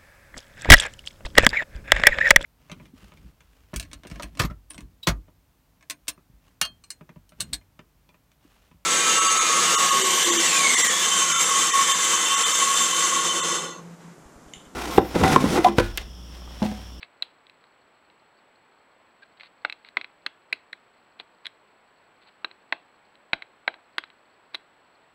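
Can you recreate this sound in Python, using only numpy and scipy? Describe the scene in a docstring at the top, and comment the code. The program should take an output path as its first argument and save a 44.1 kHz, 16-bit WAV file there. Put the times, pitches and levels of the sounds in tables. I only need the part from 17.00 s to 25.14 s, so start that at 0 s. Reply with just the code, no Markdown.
"""A woodpecker chisels at a dead trunk, close to a small outdoor camera.
Each peck is an impact: fibres crush for a few milliseconds and excite the damped modes of the wood.
Between pecks the bill picks, scrapes and squeaks, and claws and falling chips tick faintly.
The trunk rings briefly, the trees return a faint reverberation, and the hardest blow jolts the camera.
Under it all lie a steady hiss and the thin whine of the camera's electronics."""
import sys
import numpy as np
from scipy import signal
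from scipy.fft import rfft, irfft
from scipy.io import wavfile
from scipy.ndimage import uniform_filter1d

SR = 44100
rng = np.random.default_rng(int(sys.argv[2]) if len(sys.argv) > 2 else 0)


def output_pcm(signal):
    """Save a mono or channel-first signal as 16-bit PCM at the path in sys.argv[1].

    Samples are clipped to [-1, 1] before scaling.
    """
    pcm = np.clip(np.atleast_2d(signal).T, -1, 1) * 32767
    wavfile.write(sys.argv[1], SR, np.round(pcm).astype(np.int16))


N = 358974


# Full blows, swung from the neck: (time [s], force [dB], brittleness [dB], pitch of the spot [Hz],
# lag from first touch to full blow [s], crushing time [s])
PECKS = [(0.225, -27, 12, 3950, .00026, 0.0057), (2.6507, -20.5, -5.5, 1470, 0.0014, 0.0024),
         (2.971, -19, -2.5, 2010, .00088, .0026), (3.265, -21, 3.5, 4200, 0.00063, 0.0059),
         (3.5287, -21, 7, 2450, .00043, .0062), (3.7304, -34, 5, 1800, .00052, .007),
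         (4.2005, -33.5, -4, 3450, 0.00027, 0.0069), (4.468, -32.5, 12, 3360, .00056, .0026),
         (5.447, -22.5, -5.5, 3750, 0.00073, .0036), (5.7256, -18, -4.5, 2090, 0.001143, .0018),
         (6.334, -15, -1.5, 2590, 0.0013, .0041), (6.6789, -16.5, -7.5, 1990, 0.0013, .003),
         (6.983, -17.5, 5, 940, .00062, 0.0037), (7.5474, -26, 2.5, 3680, 0.00019, 0.0092)]

def pecks(size=1024, tip_gain=.54):
    """Comb filtering: the tip touches, the bill drives in, and the two pushes interfere hollowly."""
    f, out = np.fft.rfftfreq(size, 1 / SR), np.zeros((2, N))
    for row, noise in zip(PECKS, rng.standard_normal((len(PECKS), size))):
        time, force_db, brittle_db, spot_hz, lag, crush_s = row
        comb = 1 + tip_gain * np.exp(2j * np.pi * f * lag)
        push = irfft(rfft(crush(noise, crush_s)) * comb)
        for path, sound in zip(out, knock(push, force_db, brittle_db, spot_hz, thud_db=0, click_db=-.5)):
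            add(path, time - size / 2 / SR, sound)
    return out


# Probes and rebounds of the tip: (time [s], force [dB], brittleness [dB], pitch of the spot [Hz])
PICKS = [(0.0305, -34.5, -3, 2450), (0.468, -54.5, 8, 3420), (0.4981, -53, 13, 2620), (0.641, -54, 1, 1280),
         (1.1006, -58, 4, 2900), (2.3986, -50, 1, 2200), (2.4093, -43, -2, 2250), (2.434, -42.5, -5, 850),
         (2.6988, -31, -0.5, 2400), (2.7257, -34.5, 6, 2520), (2.8488, -48, 1.5, 2160),
         (2.8884, -47.5, 11, 1700), (3.0133, -33.5, -1.5, 2310), (3.0452, -35.5, -6.5, 2430),
         (4.4567, -33.5, 1, 3440), (5.5136, -43.5, -11, 4270), (6.1558, -57, 6, 3100),
         (6.4231, -35, -5, 2150), (6.742, -41, -8, 950), (7.039, -37, -5, 1280), (7.1026, -50, -5, 3050),
         (7.5523, -32, 9, 3500)]

def picks(size=512, crush_s=.0037):
    """Low-mass impact: the tip alone gives one short push, with more click and less thud."""
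    out = np.zeros((2, N))
    for row, noise in zip(PICKS, rng.standard_normal((len(PICKS), size))):
        time, force_db, brittle_db, spot_hz = row
        sounds = knock(crush(noise, crush_s), force_db, brittle_db, spot_hz, thud_db=-5, click_db=3.5)
        for path, sound in zip(out, sounds):
            add(path, time - size / 2 / SR, sound)
    return out


def crush(noise, length):
    """Broadband excitation: fibres give way in a brief, ragged burst of force."""
    t = (np.arange(len(noise)) - len(noise) // 2) / SR + .4 * length
    contact = np.clip(t / (.1 * length), 0, 1) * np.exp(-(t / (.8 * length)) ** 4)
    force = noise * contact
    for _ in range(20):  # flatten the spectrum, then confine the burst again
        force = irfft(np.exp(1j * np.angle(rfft(force)))) * contact ** .25
    return force / np.linalg.norm(force)


# Modes of the dead wood: (frequency [Hz], bandwidth [Hz], relative level [dB])
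TRUNK_MODES = [(331, 110, -7), (680, 156, -6.5), (1100, 460, -4.5), (1559, 134, 1.5), (2078, 364, 2.5),
               (2610, 150, -0.5), (3334, 100, -5.5), (3982, 234, 2), (4210, 150, -17), (9960, 2080, -8)]
# Response of the microphone in its housing: (frequency [Hz], gain [dB])
HOUSING = [(100, -20), (200, -12.5), (320, -3), (1200, -0.5), (4250, 0.5), (5050, -8.5), (7000, -20),
           (10000, -26.5), (12000, -28.5), (15500, -29)]

def knock(push, force_db, brittle_db, spot_hz, thud_db, click_db, size=4096):
    """Modal response: wood filters a push. Returns the knock and what spreads into the trunk."""
    f = np.fft.rfftfreq(size, 1 / SR)
    modes = np.sqrt(sum(amp(db) ** 2 * resonance(f, hz, width) for hz, width, db in TRUNK_MODES))
    wood = modes * amp(29.5 + curve(HOUSING, f))
    # A harder blow moves the whole trunk: more thud, less ring of the struck spot.
    effort_db = force_db + 20  # force above a typical blow
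    spot = np.sqrt(1 + amp(8.5 - .05 * effort_db) ** 2 * resonance(f, spot_hz, width=320))
    # Solid wood thuds; brittle slivers click and splinter.
    low_db = thud_db + .1 * effort_db - .75 * brittle_db
    high_db = click_db + .4 * brittle_db
    hardness = [(100, 0), (300, low_db), (700, low_db), (2000, 0), (4000, high_db), (8000, brittle_db)]
    body = amp(force_db) * rfft(push, size) * minimum_phase(wood * amp(curve(hardness, f)))
    near = irfft(body * minimum_phase(spot))
    # The spot rings only locally: its energy travels on, its pitch does not.
    return near, np.std(near) * unit_rms(irfft(body))


# Rough rustles: the fading tail of a peck at the very start, then drags of the bill:
# (time [s], duration [s], level [dB])
RUSTLES = [(0.0, 0.064, -52.5), (2.22, 0.022, -57.5), (2.37, .012, -59), (2.394, 0.034, -51.5),
           (2.422, 0.063, -55.5), (2.85, 0.037, -57), (4.189, 0.028, -49.5), (4.447, 0.011, -46),
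           (5.209, 0.032, -61.5), (5.259, 0.042, -56.5), (7.536, .012, -51)]
# Their spectrum: (frequency [Hz], relative level [dB])
RUSTLE_SPECTRUM = [(200, -17), (1200, -7.5), (2300, 0), (3200, -5), (4400, 0), (5300, -29), (7000, -37),
                   (10000, -38), (16000, -50)]

def rustles(grains_per_s=3500):
    """Shot noise: dense, small impulses merge into a rustle, as when the bill slips over fibres."""
    strength = rng.standard_normal(N) * amp(3.2 * np.minimum(rng.exponential(1, N), 3))
    grains = strength * (rng.random(N) < grains_per_s / SR)
    envelope = np.zeros(N)
    for time, length, db in RUSTLES:
        add(envelope, time, amp(db) * signal.windows.tukey(int(length * SR), .5))
    return envelope * coloured(grains, RUSTLE_SPECTRUM)


def squeak(time=2.221, length_s=.019, hz=1602, level_db=-47, waver=.011):
    """Stick-slip oscillation: a bent fibre gives a brief tone of unsteady pitch."""
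    wobble = unit_rms(uniform_filter1d(rng.standard_normal(N), size=60))[:int(length_s * SR)]
    tone = np.sin(2 * np.pi * hz * np.cumsum(1 + waver * wobble) / SR)
    out = np.zeros(N)
    add(out, time, amp(level_db) * tone * signal.windows.tukey(len(tone), .4))
    return out


def crumbs(per_s=28, level_db=-81, decay_s=.004):
    """Poisson impacts: claws and falling chips tick faintly in one narrow band."""
    ticks = amp(2 * np.minimum(rng.exponential(1, N), 2)) * (rng.random(N) < per_s / SR)
    envelope = signal.lfilter([1], [1, -np.exp(-1 / (decay_s * SR))], ticks)
    band = resonance(np.fft.rfftfreq(N, 1 / SR), hz=4300, width=520)
    return amp(level_db) * unit_rms(irfft(rfft(envelope * rng.standard_normal(N)) * band, N))


# Decay of the trunk: (frequency [Hz], T60 [s])
WOOD_DECAY = [(250, 0.077), (700, 0.045), (2000, 0.024), (4000, 0.029), (10000, .025)]
# Strength of its ring: (frequency [Hz], gain [dB])
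WOOD_GAIN = [(100, -21), (260, -3.5), (700, -10), (2000, -13.5), (3300, -10), (3950, -19), (4500, -13.5),
             (10000, -19)]

def trunk_ring(drive):
    """Damping: vibration spreading through dead wood dies within a tenth of a second."""
    return diffuse_tail(drive, WOOD_DECAY, WOOD_GAIN, delay_s=.001996)


# Decay among the trees: (frequency [Hz], T60 [s])
FOREST_DECAY = [(250, 0.24), (1000, 0.36), (4000, 0.25), (10000, 0.11)]
# Strength of their reflections: (frequency [Hz], gain [dB])
FOREST_GAIN = [(250, -11.5), (1000, -22), (2000, -27), (3200, -18.5), (3950, -27.5), (4600, -24),
               (10000, -29)]

def forest(drive):
    """Reverberation: the trees return a faint tail."""
    return diffuse_tail(drive, FOREST_DECAY, FOREST_GAIN, delay_s=.009)


def diffuse_tail(drive, decay, gain, delay_s, paths=5, turn_s=.13):
    """Exponential decay: each band dies at its own rate; blows take different paths in turn."""
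    hz, t, bands = signal.stft(rng.standard_normal((paths, SR // 2)), SR, nperseg=256)
    t60 = curve(decay, hz)[:, None]
    unit_energy = np.sqrt(2 * np.log(1000) / (t60 * SR))
    bands = bands * unit_energy * amp(curve(gain, hz))[:, None] * np.exp(-np.log(1000) * t / t60)
    path = (np.arange(N) / SR // turn_s) % paths
    out = np.zeros(N)
    for k, response in enumerate(signal.istft(bands, SR, nperseg=256)[1]):
        add(out, delay_s, signal.fftconvolve(drive * (path == k), response))
    return out


def jolt(time=6.3338, width_s=.00057, level_db=-28, shudder_s=.015):
    """Structure-borne sound: the hardest blow pushes the camera's mount, which shudders briefly."""
    t = np.arange(N) / SR - time
    rumble = coloured(rng.standard_normal(N), [(20, 2), (120, -2), (300, 2), (900, -48)])
    shudder = amp(-21) * rumble * (t > 0) * np.exp(-abs(t) / shudder_s)
    push = np.exp(-(t / width_s) ** 2 / 2)
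    return amp(level_db) * (shudder - push)


# Outdoor noise spectrum: (frequency [Hz], relative level [dB])
AIR_SPECTRUM = [(20, -19.5), (70, -11.5), (250, -4), (550, -1), (900, 0), (1500, -3), (2500, -8),
                (3600, -15), (4500, -25), (5300, -27.5), (6500, -38.5), (9000, -53)]

def hiss(air_db=-60.5, port_db=-80.5, flicker_db=1.0, circuit_db=-87):
    """Noise floor: outdoor hiss, a flickering resonance of the microphone port and white circuit noise."""
    band = resonance(np.fft.rfftfreq(N, 1 / SR), hz=4270, width=450)
    port = unit_rms(irfft(rfft(rng.standard_normal(N)) * band, N))
    flicker = unit_rms(uniform_filter1d(rng.standard_normal(N), size=1200))
    air = amp(air_db) * coloured(rng.standard_normal(N), AIR_SPECTRUM)
    return air + amp(port_db + flicker_db * flicker) * port + amp(circuit_db) * rng.standard_normal(N)


def whine(hz=7796.2, modulation_hz=29.75, strong_db=-74.7, weak_db=-79, octave_db=-95):
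    """Square-wave modulation: an electronic tone flips in sign and strength, under a steady octave."""
    t = np.arange(N) / SR
    phase = 2 * np.pi * hz * t
    gain = np.where((modulation_hz * t) % 1 < .5, amp(strong_db), -amp(weak_db))
    return gain * np.sin(phase) + amp(octave_db) * np.sin(2 * phase)


def amp(db):
    """Decibels to amplitude."""
    return 10 ** (np.asarray(db) / 20)


def unit_rms(x):
    """Normalisation to rms 1."""
    return x / np.sqrt(np.mean(x ** 2) + 1e-20)


def curve(points, hz):
    """Interpolation of (frequency [Hz], value) points on a log-frequency axis."""
    f, value = np.transpose(points)
    return np.interp(np.log(hz + 1), np.log(f + 1), value)


def add(mix, time, sound):
    """Superposition: a sound joins the mix at a time in seconds."""
    part = mix[max(round(time * SR), 0):][:len(sound)]
    part += sound[:len(part)]


def resonance(f, hz, width):
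    """Lorentzian power response of one mode."""
    return 1 / (1 + (2 * (f - hz) / width) ** 2)


def minimum_phase(gain):
    """Causality: a spectrum with this gain that rings only after the blow."""
    log_gain = np.log(np.maximum(gain, 1e-5))
    mirrored = np.concatenate([log_gain, log_gain[-2:0:-1]])
    return np.exp(np.conj(signal.hilbert(mirrored)))[:len(gain)]


def coloured(x, spectrum):
    """Spectral shaping by (frequency [Hz], level [dB]) points, to rms 1."""
    gain = amp(curve(spectrum, np.fft.rfftfreq(len(x), 1 / SR)))
    return unit_rms(irfft(rfft(x) * gain, len(x)))


def scene():
    """Superposition: the bird's work, the trunk's ring and the forest's answer, over the noise floor."""
    knocks, spread = pecks() + picks()
    small_sounds = rustles() + squeak() + crumbs()
    drive = spread + small_sounds
    return (knocks + small_sounds + trunk_ring(drive) + forest(drive) + jolt() + hiss() + whine())[None]


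def record(dry, cutoff_hz=15800):
    """Band limiting: a steep low-pass filter removes the highest treble."""
    lowpass = signal.firwin(511, cutoff_hz, window=("kaiser", 9), fs=SR)
    return signal.oaconvolve(dry, lowpass[None], "same")


dry = scene()
out = record(dry)
output_pcm(out)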